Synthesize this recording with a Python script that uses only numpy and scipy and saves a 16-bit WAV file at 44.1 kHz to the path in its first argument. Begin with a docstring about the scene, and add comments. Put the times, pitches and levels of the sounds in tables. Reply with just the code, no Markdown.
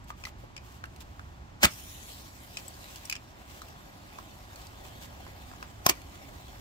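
"""Over faint outdoor noise, hands knock and rub a cardboard box, match sticks and a plastic match tube.
A storm match then rasps on the strip in bites of snapping grains, catches, and hisses on as gas-jet noise,
its ground echo sweeping up as it is lowered to the concrete. More handling follows: gritty contacts through
resonances. A second match is scraped near the end and catches with a short rush. A two-port microphone
hears all with one port balance; close strikes and more scattered sounds differ in phase and likeness."""
import sys
import numpy as np
from scipy import signal
from scipy.fft import rfft, irfft
from scipy.io import wavfile
from scipy.ndimage import uniform_filter1d, map_coordinates

SR = 44100
rng = np.random.default_rng(int(sys.argv[2]) if len(sys.argv) > 2 else 0)


def to_wav(s):
    """Save 16-bit WAV."""
    ch = np.atleast_2d(s).T  # columns
    pcm = np.round(np.clip(ch, -1, 1) * 32767)  # PCM
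    wavfile.write(sys.argv[1], SR, pcm.astype(np.int16))


N = 291360
TIME = np.arange(N) / SR
HZ = np.fft.rfftfreq(N, 1 / SR)

BITE_RISE_S, BITE_FALL_S = 0.00092, 0.0018
DRAG_RISE_S, DRAG_FALL_S = 0.0065, 0.006


def strike(bites, drag, spectrum, db, share):
    """The head drags over the strip and tears at it in bites, each a dense burst of snapping grains."""
    start_s, drag_db, stroke_s = drag
    pushes = [(s, level, BITE_RISE_S, length, BITE_FALL_S) for s, level, length in bites]
    pushes.append((start_s, drag_db, DRAG_RISE_S, stroke_s, DRAG_FALL_S))
    snaps = grains(per_s=10000, spread_db=5.0, share=share)
    return amp(db) * shaped(pressure(pushes) * snaps, spectrum)


# Head biting the strip. Each row: start in seconds, level in relative dB, length in seconds.
FIRST_BITES = [(1.6318, -15, 0.0089), (1.6447, -14.5, 0.0057), (1.6525, -13.5, 0.0023)]
SECOND_BITES = [(5.8643, -13, 0.0014), (5.8903, -22.5, 0.0089), (5.8956, -12.5, 0.00054)]
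# Light drag along the strip. Each: start in seconds, level in relative dB, length in seconds.
FIRST_DRAG, SECOND_DRAG = (1.630, -26, 0.019), (5.860, -39.5, 0.044)
# Rasp colour. Each row: frequency in Hz, level in relative dB.
FIRST_RASP_COLOUR = [(30, -15), (120, -20.5), (200, 1), (300, -3.5), (420, -8), (800, -5), (1150, -1),
                     (1500, -1.5), (2100, -0.5), (3200, -5.5), (4600, -7.5), (7500, -8.5), (9500, -17),
                     (15000, -13.5)]
SECOND_RASP_COLOUR = [(40, -19), (150, -9), (330, -11.5), (480, -11), (700, -6.5), (1050, 2), (1450, -14.5),
                      (1900, -7.5), (2900, -6.5), (4000, -14), (5400, -3), (7300, -13), (9200, -18),
                      (12500, -11), (15000, -11.5)]


def strikes():
    """Both heads scraped over the strip, each with its catching rush."""
    grain_share = .55
    first = strike(FIRST_BITES, FIRST_DRAG, FIRST_RASP_COLOUR, db=0.5, share=grain_share)
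    second = strike(SECOND_BITES, SECOND_DRAG, SECOND_RASP_COLOUR, db=3.0, share=grain_share)
    return first + second + catches()


# Heads catching. Each row: start in seconds, level in dB.
CATCH_TIMES = [(1.657, -30.5), (5.902, -32)]
CATCH_RISE_S, CATCH_HOLD_S, CATCH_FALL_S = 0.0024, 0.0069, 0.0095
# Rush colour. Each row: frequency in Hz, level in relative dB.
CATCH_COLOUR = [(60, -9), (200, 3.5), (600, -3), (1100, -2), (1700, -12.5), (2700, -4), (4500, -13),
                (7500, -7), (10000, -15), (15000, -16)]


def catches():
    """Each head catches fire with a crackling rush that dies quickly."""
    rush = pressure([(s, db, CATCH_RISE_S, CATCH_HOLD_S, CATCH_FALL_S) for s, db in CATCH_TIMES])
    return shaped(rush * grains(per_s=4000, spread_db=2.0, share=0.8), CATCH_COLOUR)


# Gas pushed out by a catching head.
# Each row: start in seconds, level in relative dB, swing rate in Hz, time to the crest in seconds.
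GAS_PUFFS = [(1.639, -24.5, 62, 0.0092), (1.637, -26.5, 178, 0.008), (1.656, -25, 140, 0.0018)]


def puffs():
    """The sudden gas gives a few low swings of pressure."""
    out = np.zeros(N)
    for s, db, hz, crest_s in GAS_PUFFS:
        t = np.maximum(TIME - s, 0)
        age = np.minimum(t / crest_s, 30)
        swell = age * np.exp(1 - age)
        out += amp(db) * np.sin(2 * np.pi * hz * t) * swell
    return signal.sosfilt(signal.butter(1, 40, "high", fs=SR, output="sos"), out)


# Hiss of the fresh flare and of the even burn. Each row: frequency in Hz, level in relative dB.
FLARE_COLOUR = [(300, -8), (1000, -12), (1800, -1), (2800, -0.5), (4500, -1), (7500, -1.5), (9500, -6),
                (13000, -4), (15500, -5)]
BURN_COLOUR = [(150, -5), (450, -5), (750, 0), (1250, -9), (1550, -9.5), (3200, -10), (5400, -15),
               (7700, -16), (9500, -23.5), (13500, -18), (15500, -19)]
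# Lulls in the hiss. Each row: centre in seconds, depth in dB, half width in seconds.
HISS_LULLS = [(2.35, 3.5, 0.14), (3.2, 6.5, 0.29), (3.85, 2, 0.22), (5.78, 2, .08)]
LIT_S, FLARE_RISE_S, SPENT_S, FLARE_FALL_S = 1.64, 0.078, 3.04, .06
FLARE_FADE_DB_PER_S, FIZZ_FADE_DB_PER_S = 10, 3.5  # the fizz fade adds to the flare fade
BURN_FROM_S, BURN_RISE_S = 1.87, 1  # the coated stick takes over


def flame(flare_db=-46, burn_db=-53.0, fizz_db=1.0, treble_lull=0.088):
    """Hissing gas jets: a bright flare that fades, then an even burn; in a lull the treble drops most."""
    age_s = np.maximum(TIME - LIT_S, 0)
    jets = grains(per_s=1800, spread_db=4, share=.5)
    lull_db = sum(depth * np.exp(-((TIME - s) / width) ** 2) for s, depth, width in HISS_LULLS)
    spent = np.exp(-np.maximum(TIME - SPENT_S, 0) / FLARE_FALL_S)
    alight = np.minimum(age_s / FLARE_RISE_S, 1) * spent
    flare_hiss = treble(shaped(jets, FLARE_COLOUR), fizz_db - FIZZ_FADE_DB_PER_S * age_s)
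    flare = alight * amp(flare_db - FLARE_FADE_DB_PER_S * age_s) * flare_hiss
    burn_rise = np.clip((TIME - BURN_FROM_S) / BURN_RISE_S, 0, 1)
    burn = burn_rise * amp(burn_db) * shaped(jets, BURN_COLOUR)
    return ground_echo(amp(-lull_db) * treble(flare + burn, -treble_lull * lull_db))


def treble(x, db):
    """Raises or lowers the fizz above 8 kHz."""
    fizz = irfft(rfft(x) * np.clip((HZ - 8000) / 1000, 0, 1), N)
    return x + (amp(db) - 1) * fizz


START_HEIGHT_M, REST_HEIGHT_M, LOWER_S = .058, .01, .93
ECHO_GAIN, ECHO_FADE_S = .31, .35


def ground_echo(gas):
    """The echo off the concrete sweeps upward as the match is lowered, slowly at first, and fades out."""
    age_s = np.maximum(TIME - LIT_S, 0)
    height_m = np.maximum(START_HEIGHT_M * (1 - (age_s / LOWER_S) ** 2), REST_HEIGHT_M)
    echo = ECHO_GAIN * np.clip((LOWER_S - age_s) / ECHO_FADE_S, 0, 1)
    delay_s = 2 * height_m / 343  # there and back at the speed of sound in m/s
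    return gas + echo * map_coordinates(gas, [(TIME - delay_s) * SR], order=3)


def sputter(pair, flutter_db=1.4, patch_db=2.5):
    """The flame flutters as a whole, while single jets come and go in patches of pitch."""
    z = signal.stft(pair, nperseg=512)[2]
    patches = rng.standard_normal(z.shape[1:])
    patches = uniform_filter1d(patches, size=5, axis=0)  # across pitch
    patches = evened(uniform_filter1d(patches, size=10, axis=1))  # along time
    patchy = signal.istft(z * amp(patch_db * patches), nperseg=512)[1][:, :N]
    return patchy * amp(flutter_db * drift(per_s=38))


# Match sticks and plastic tube, cardboard box, then grit and sparks.
# Each row: start in seconds, level in relative dB, lowest resonance in Hz.
STICK_HITS = [(0.2375, -34.5, 2530), (0.2515, -28.5, 2026), (0.5648, -32.5, 2460), (0.577, -36.5, 2480),
              (0.839, -44, 2000), (2.5704, -25, 2555), (3.0972, -26, 2470), (3.1125, -31, 2500),
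              (3.1248, -21.5, 2440), (3.1528, -30, 2700), (3.163, -34, 2460), (5.6265, -39.5, 2600)]
BOX_HITS = [(0.103, -37.5, 1160), (0.2375, -45, 1400), (0.268, -39.5, 1270), (0.839, -37.5, 1580),
            (1.194, -43.5, 1460), (3.617, -45, 1310), (4.186, -38.5, 1230), (5.265, -48, 1100),
            (5.514, -44, 1070), (5.535, -46.5, 1130), (5.6265, -38.5, 1100)]
GRIT_HITS = [(0.0418, -53.5, 7960), (0.8546, -48, 2770), (0.9612, -45.5, 2580), (1.0054, -43, 3510),
             (2.6805, -39, 7800), (2.74, -50, 4550), (2.9584, -37.5, 3000), (3.053, -35.5, 5570),
             (3.0975, -26.5, 2600), (3.6173, -41.5, 4020), (3.684, -46, 2720), (4.558, -42, 4400),
             (4.614, -47, 4650), (4.6683, -45.5, 4600), (6.0172, -45, 2380)]
# Resonances of each. Each row: frequency in Hz before the shift, width in Hz, level in relative dB.
STICK_RESONANCES = [(2500, 130, 1), (3010, 240, -8), (4900, 180, -7), (5360, 170, -5), (6550, 200, -10),
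                    (7400, 160, -9)]
BOX_RESONANCES = [(1240, 280, 6.5), (1750, 150, -19), (2250, 140, -22), (2990, 170, -31), (4530, 200, -15)]
GRIT_RESONANCES = [(5040, 170, 4), (7600, 1700, -11)]


def hands():
    """All the small handling sounds: rubs, and knocks of sticks, box and grit."""
    sticks = knocks(STICK_HITS, STICK_RESONANCES, db=0.0, contact_db=-15.5, decay_s=0.0028, bright_db=-2.5)
    box = knocks(BOX_HITS, BOX_RESONANCES, db=7.5, contact_db=-13.5, decay_s=0.0025, bright_db=-1.4)
    ticks = knocks(GRIT_HITS, GRIT_RESONANCES, db=2.0, contact_db=-10.5, decay_s=0.0028, bright_db=5.0)
    return rubs(db=4.0) + sticks + box + ticks


# Dry contact noise. Each row: frequency in Hz, level in relative dB.
CONTACT_COLOUR = [(100, -42), (600, -21), (1200, -5), (1700, -3), (7000, -6), (9500, -12), (15000, -15.5)]
# Harder is brighter: dB an octave for each dB of row level above the middling one.
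BRIGHTEN, MIDDLING_DB = 0.11, -34.5


def knocks(rows, modes, db, contact_db, decay_s, bright_db, rise_s=.0008, blow=1.8):
    """Each knock is a brief gritty contact; where it lands shifts the resonances of the thing touched."""
    out, t = np.zeros(N), np.arange(4096) / SR
    rattle = .07 * np.exp(-t / .016)
    envelope = (np.exp(-t / max(decay_s, .0004)) + rattle) * np.minimum(t / rise_s, 1)
    for (s, level_db, ring_hz), grit in zip(rows, rng.standard_normal((len(rows), len(t)))):
        tilt_db = bright_db + BRIGHTEN * (level_db - MIDDLING_DB)  # per octave
        shift = ring_hz / modes[0][0]

        def body(hz):
            """Gain of the touched thing: resonances plus dry contact, tilted by hardness."""
            ring = sum(amp(level) ** 2 / (1 + (2 * (hz - f * shift) / width) ** 2)
                       for f, width, level in modes)
            contact = amp(contact_db + read(CONTACT_COLOUR, hz)) ** 2
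            bare = np.sqrt(ring + contact) * hz / (hz + 400)
            return bare * amp(tilt_db * np.log2(np.maximum(hz, 500) / 3000))

        push = grit * envelope
        push[round(rise_s * SR)] += blow  # the clean impact inside the grit
        part = out[round(s * SR):][:len(t)]
        part += amp(level_db + db) * colour(push, body)[:len(part)]
    return out


# Fingers and sticks sliding. Each row: start in seconds, level in relative dB, length in seconds.
RUB_STROKES = [(0.082, -57.5, 0.024), (0.183, -61.5, 0.053), (.255, -54.5, 0.031), (.39, -65.5, .05),
               (0.65, -61.5, 0.11), (.92, -69, 0.35), (1.007, -53, 0.015), (2.585, -52, 0.015),
               (2.893, -55, 0.08), (3.02, -56, 0.086), (3.495, -56.5, 0.09), (4.58, -59.5, .08),
               (4.846, -55.5, 0.039), (5.021, -50.5, 0.032)]
# Slide colour. Each row: frequency in Hz, level in relative dB.
SLIDE_COLOUR = [(200, -36), (900, 6), (1600, -2), (2900, 3.5), (4200, -1.5), (7500, -1.5), (9500, -9.5),
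                (14000, -4.5)]
RUB_RISE, RUB_FALL = 0.26, 0.4  # time constants as shares of the length


def rubs(db):
    """Skin and wood dragging over card, plastic and concrete."""
    pushes = [(s, level, RUB_RISE * length, length, RUB_FALL * length) for s, level, length in RUB_STROKES]
    friction = pressure(pushes) * grains(per_s=2000, spread_db=4.5, share=0.74)
    return amp(db) * shaped(friction, SLIDE_COLOUR)


def bump(start_s=.438, db=-47.5, hz=480, decay_s=0.0096):
    """One soft, dull bump of the hand."""
    thud = pressure([(start_s, db, .002, .003, decay_s)]) * rng.standard_normal(N)
    return colour(thud, lambda f: 1 / (1 + ((f - hz) / 220) ** 2))


def clutter(pair, db, spread_s=.005, count=7):
    """A few hard reflections from the box, tubes and hands, different at each port."""
    size = 1024
    at = ((0.083 + rng.random((2, count))) * spread_s * SR).astype(int)
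    at = np.clip(at, 1, size - 1)
    taps = np.zeros((2, size))
    np.put_along_axis(taps, at, amp(db) / np.sqrt(count) * rng.choice([-1, 1], at.shape), 1)
    # small things reflect only the short waves
    taps = signal.sosfilt(signal.butter(1, 700, "high", fs=SR, output="sos"), taps)
    return pair + signal.oaconvolve(pair, taps, axes=1)[:, :N]


def yard(x, db=-21, t60_s=0.12, dull_hz=4200):
    """A faint, dull return from the surroundings."""
    t = np.arange(SR // 2) / SR
    onset = np.clip((t - .006) / 0.0065, 0, 1)
    taps = rng.standard_normal((2, len(t))) * amp(-60 * t / t60_s) * onset
    band = signal.butter(2, [300, min(dull_hz, SR / 3)], "band", fs=SR, output="sos")
    taps = signal.sosfilt(band, taps)
    return amp(db) * signal.oaconvolve(x[None], taps / np.linalg.norm(taps[0]), axes=1)[:, :N]


# Outdoor noise. Each row: frequency in Hz, level in relative dB.
AIR_COLOUR = [(20, -19), (40, -2.5), (60, 3), (100, -1), (150, -8.5), (300, -13), (470, -17), (750, -17.5),
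              (1050, -17), (1500, -21.5), (3000, -29), (7500, -37), (9500, -47), (15000, -47)]
# Distant rumble, used relative to its mean. Each row: time in seconds, level in dB.
RUMBLE_SWELL = [(0, -50.5), (1.55, -49), (2.1, -53.5), (4.1, -53.5), (5.3, -50), (6.6, -50)]
AIR_RMS_DB = -49


def air():
    """Distant outdoor noise; its rumble swells slowly and is nearly alike at both ports."""
    noise = rfft(rng.standard_normal((2, N))) * amp(read(AIR_COLOUR, HZ)) * HZ / (HZ + 10)
    bass = 1 / (1 + (HZ / 160) ** 4)
    swell_s, level_db = np.transpose(RUMBLE_SWELL)
    swell_db = np.interp(TIME, swell_s, level_db)
    rumble = irfft(noise * bass, N) * amp(swell_db - swell_db.mean())
    a, b = irfft(noise * (1 - bass), N) + rumble
    return amp(AIR_RMS_DB) * evened(ports(a, b, SCATTERED_LIKENESS, GROUND_PHASE, lead_s=0.00034))


# Port balance. Each row: frequency in Hz, left minus right in dB.
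BALANCE = [(60, -0.8), (200, -4), (380, -6.5), (620, 5), (1050, -1.5), (1500, 0.5), (2200, -1.5),
           (4000, -1), (7000, 0.5), (15000, 2.5)]


def ports(x, other, likeness, leads, lead_s):
    """Two ports differ in phase and level; the less alike, the more the right hears of other paths."""
    beyond_hz = np.maximum(HZ - leads[-1][0], 0)
    phase = read(leads, HZ) + 2 * np.pi * lead_s * beyond_hz
    lean = amp(read(BALANCE, HZ) / 2)
    turn = lean * np.exp(.5j * phase)
    same = np.clip(read(likeness, HZ), 0, 1)
    left = rfft(x)
    right = same * left + np.sqrt(1 - same ** 2) * rfft(other)
    pair = np.array([left * turn, right / turn])
    return irfft(pair / np.sqrt((lean ** 2 + lean ** -2) / 2), N)


def pressure(rows):
    """Contact strength: each push swells, holds and dies away; their powers add."""
    power = np.zeros(N)
    for s, db, rise_s, hold_s, fall_s in rows:
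        before = np.maximum(s - TIME, 0) / rise_s
        after = np.maximum(TIME - s - hold_s, 0) / fall_s
        power += (amp(db) * np.exp(-np.minimum(before + after, 20))) ** 2
    return np.sqrt(power)


def grains(per_s, spread_db, share):
    """Tiny fractures of uneven size over a smooth hiss, rms one; share is the fractures' part of the power."""
    sizes = amp(spread_db * np.minimum(rng.exponential(1, N), 4)) * rng.choice([-1, 1], N)
    cracks = evened(sizes * (rng.random(N) < per_s / SR))
    share = np.clip(share, 0, 1)
    return np.sqrt(share) * cracks + np.sqrt(1 - share) * rng.standard_normal(N)


def drift(per_s):
    """Slow chance: random knots, per_s of them a second, joined by lines."""
    knots = rng.standard_normal(8192)
    return np.interp(TIME * per_s, np.arange(len(knots)), knots)


def colour(x, gain):
    """Causal minimum-phase filter of unit power; gain is a function of frequency."""
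    size = 4096
    g = np.maximum(evened(gain(abs(np.fft.fftfreq(size, 1 / SR)))), 1e-5)
    taps = np.fft.ifft(np.exp(np.conj(signal.hilbert(np.log(g))))).real
    return signal.oaconvolve(x, taps[:size // 2])[:len(x)]


def shaped(x, spectrum):
    """Gives a white signal the colour of a spectrum table."""
    return colour(x, lambda hz: amp(read(spectrum, hz)))


def read(points, hz):
    """Reads a table on a logarithmic frequency axis."""
    f, value = np.transpose(points)
    return np.interp(np.log(hz + 1), np.log(f + 1), value)


def evened(x):
    """Scales to an rms of one."""
    return x / np.sqrt(np.mean(abs(x) ** 2) + 1e-20)


def amp(db):
    """Decibels to gain."""
    return 10 ** (np.asarray(db) / 20)


# Phase for sound from the ground, then from the box close by.
# Each row: frequency in Hz, left lead in radians.
GROUND_PHASE = [(20, 0), (250, .1), (370, 1), (460, 3), (600, 5), (900, 7.7), (1150, 8.5), (1950, 8.6),
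                (3000, 11.4), (4000, 12)]
BOX_PHASE = [(20, 0), (250, .1), (370, 1), (460, 3), (600, 5), (900, 8), (1200, 8.8), (1600, 8.2),
             (2000, 9), (4000, 10.5)]
# Likeness at the ports of scattered, then of close sound. Each row: frequency in Hz, likeness 0 to 1.
SCATTERED_LIKENESS = [(60, 0.94), (130, 0.99), (300, 0.74), (700, 0.52), (1400, 0.87), (3000, 0.085),
                      (6000, 0.097), (15000, 0.06)]
CLOSE_LIKENESS = [(100, .98), (500, .96), (1200, .88), (2000, .72), (3000, .62), (6000, .5), (15000, .4)]


def scene():
    """Strikes, flame and handling in the open air."""
    scrape, handling = strikes(), hands()
    # a second draw of each source stands for the other paths by which it reaches the right port
    struck = ports(scrape + puffs() + bump(), strikes(), CLOSE_LIKENESS, BOX_PHASE, lead_s=0.000284)
    # things on the ground are half hidden by the hands and arrive more scattered
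    handled = ports(handling, hands(), SCATTERED_LIKENESS, GROUND_PHASE, lead_s=0.00026)
    burning = sputter(ports(flame(), flame(), SCATTERED_LIKENESS, GROUND_PHASE, lead_s=0.000323))
    near = clutter(struck + handled, db=-11) + clutter(burning, db=-8)
    return near + yard(scrape + handling) + air()


OVERLOAD, EDGE_HZ = .85, 15700  # ceiling as a share of full scale; band limit


def record(dry):
    """The recorder rounds off the very highest peaks; then its band limit."""
    rounded = dry / (1 + (dry / OVERLOAD) ** 4) ** .25
    lowpass = signal.firwin(255, EDGE_HZ, window=("kaiser", 9), fs=SR)
    return signal.oaconvolve(rounded, lowpass[None], "same")


dry = scene()
out = record(dry)
to_wav(out)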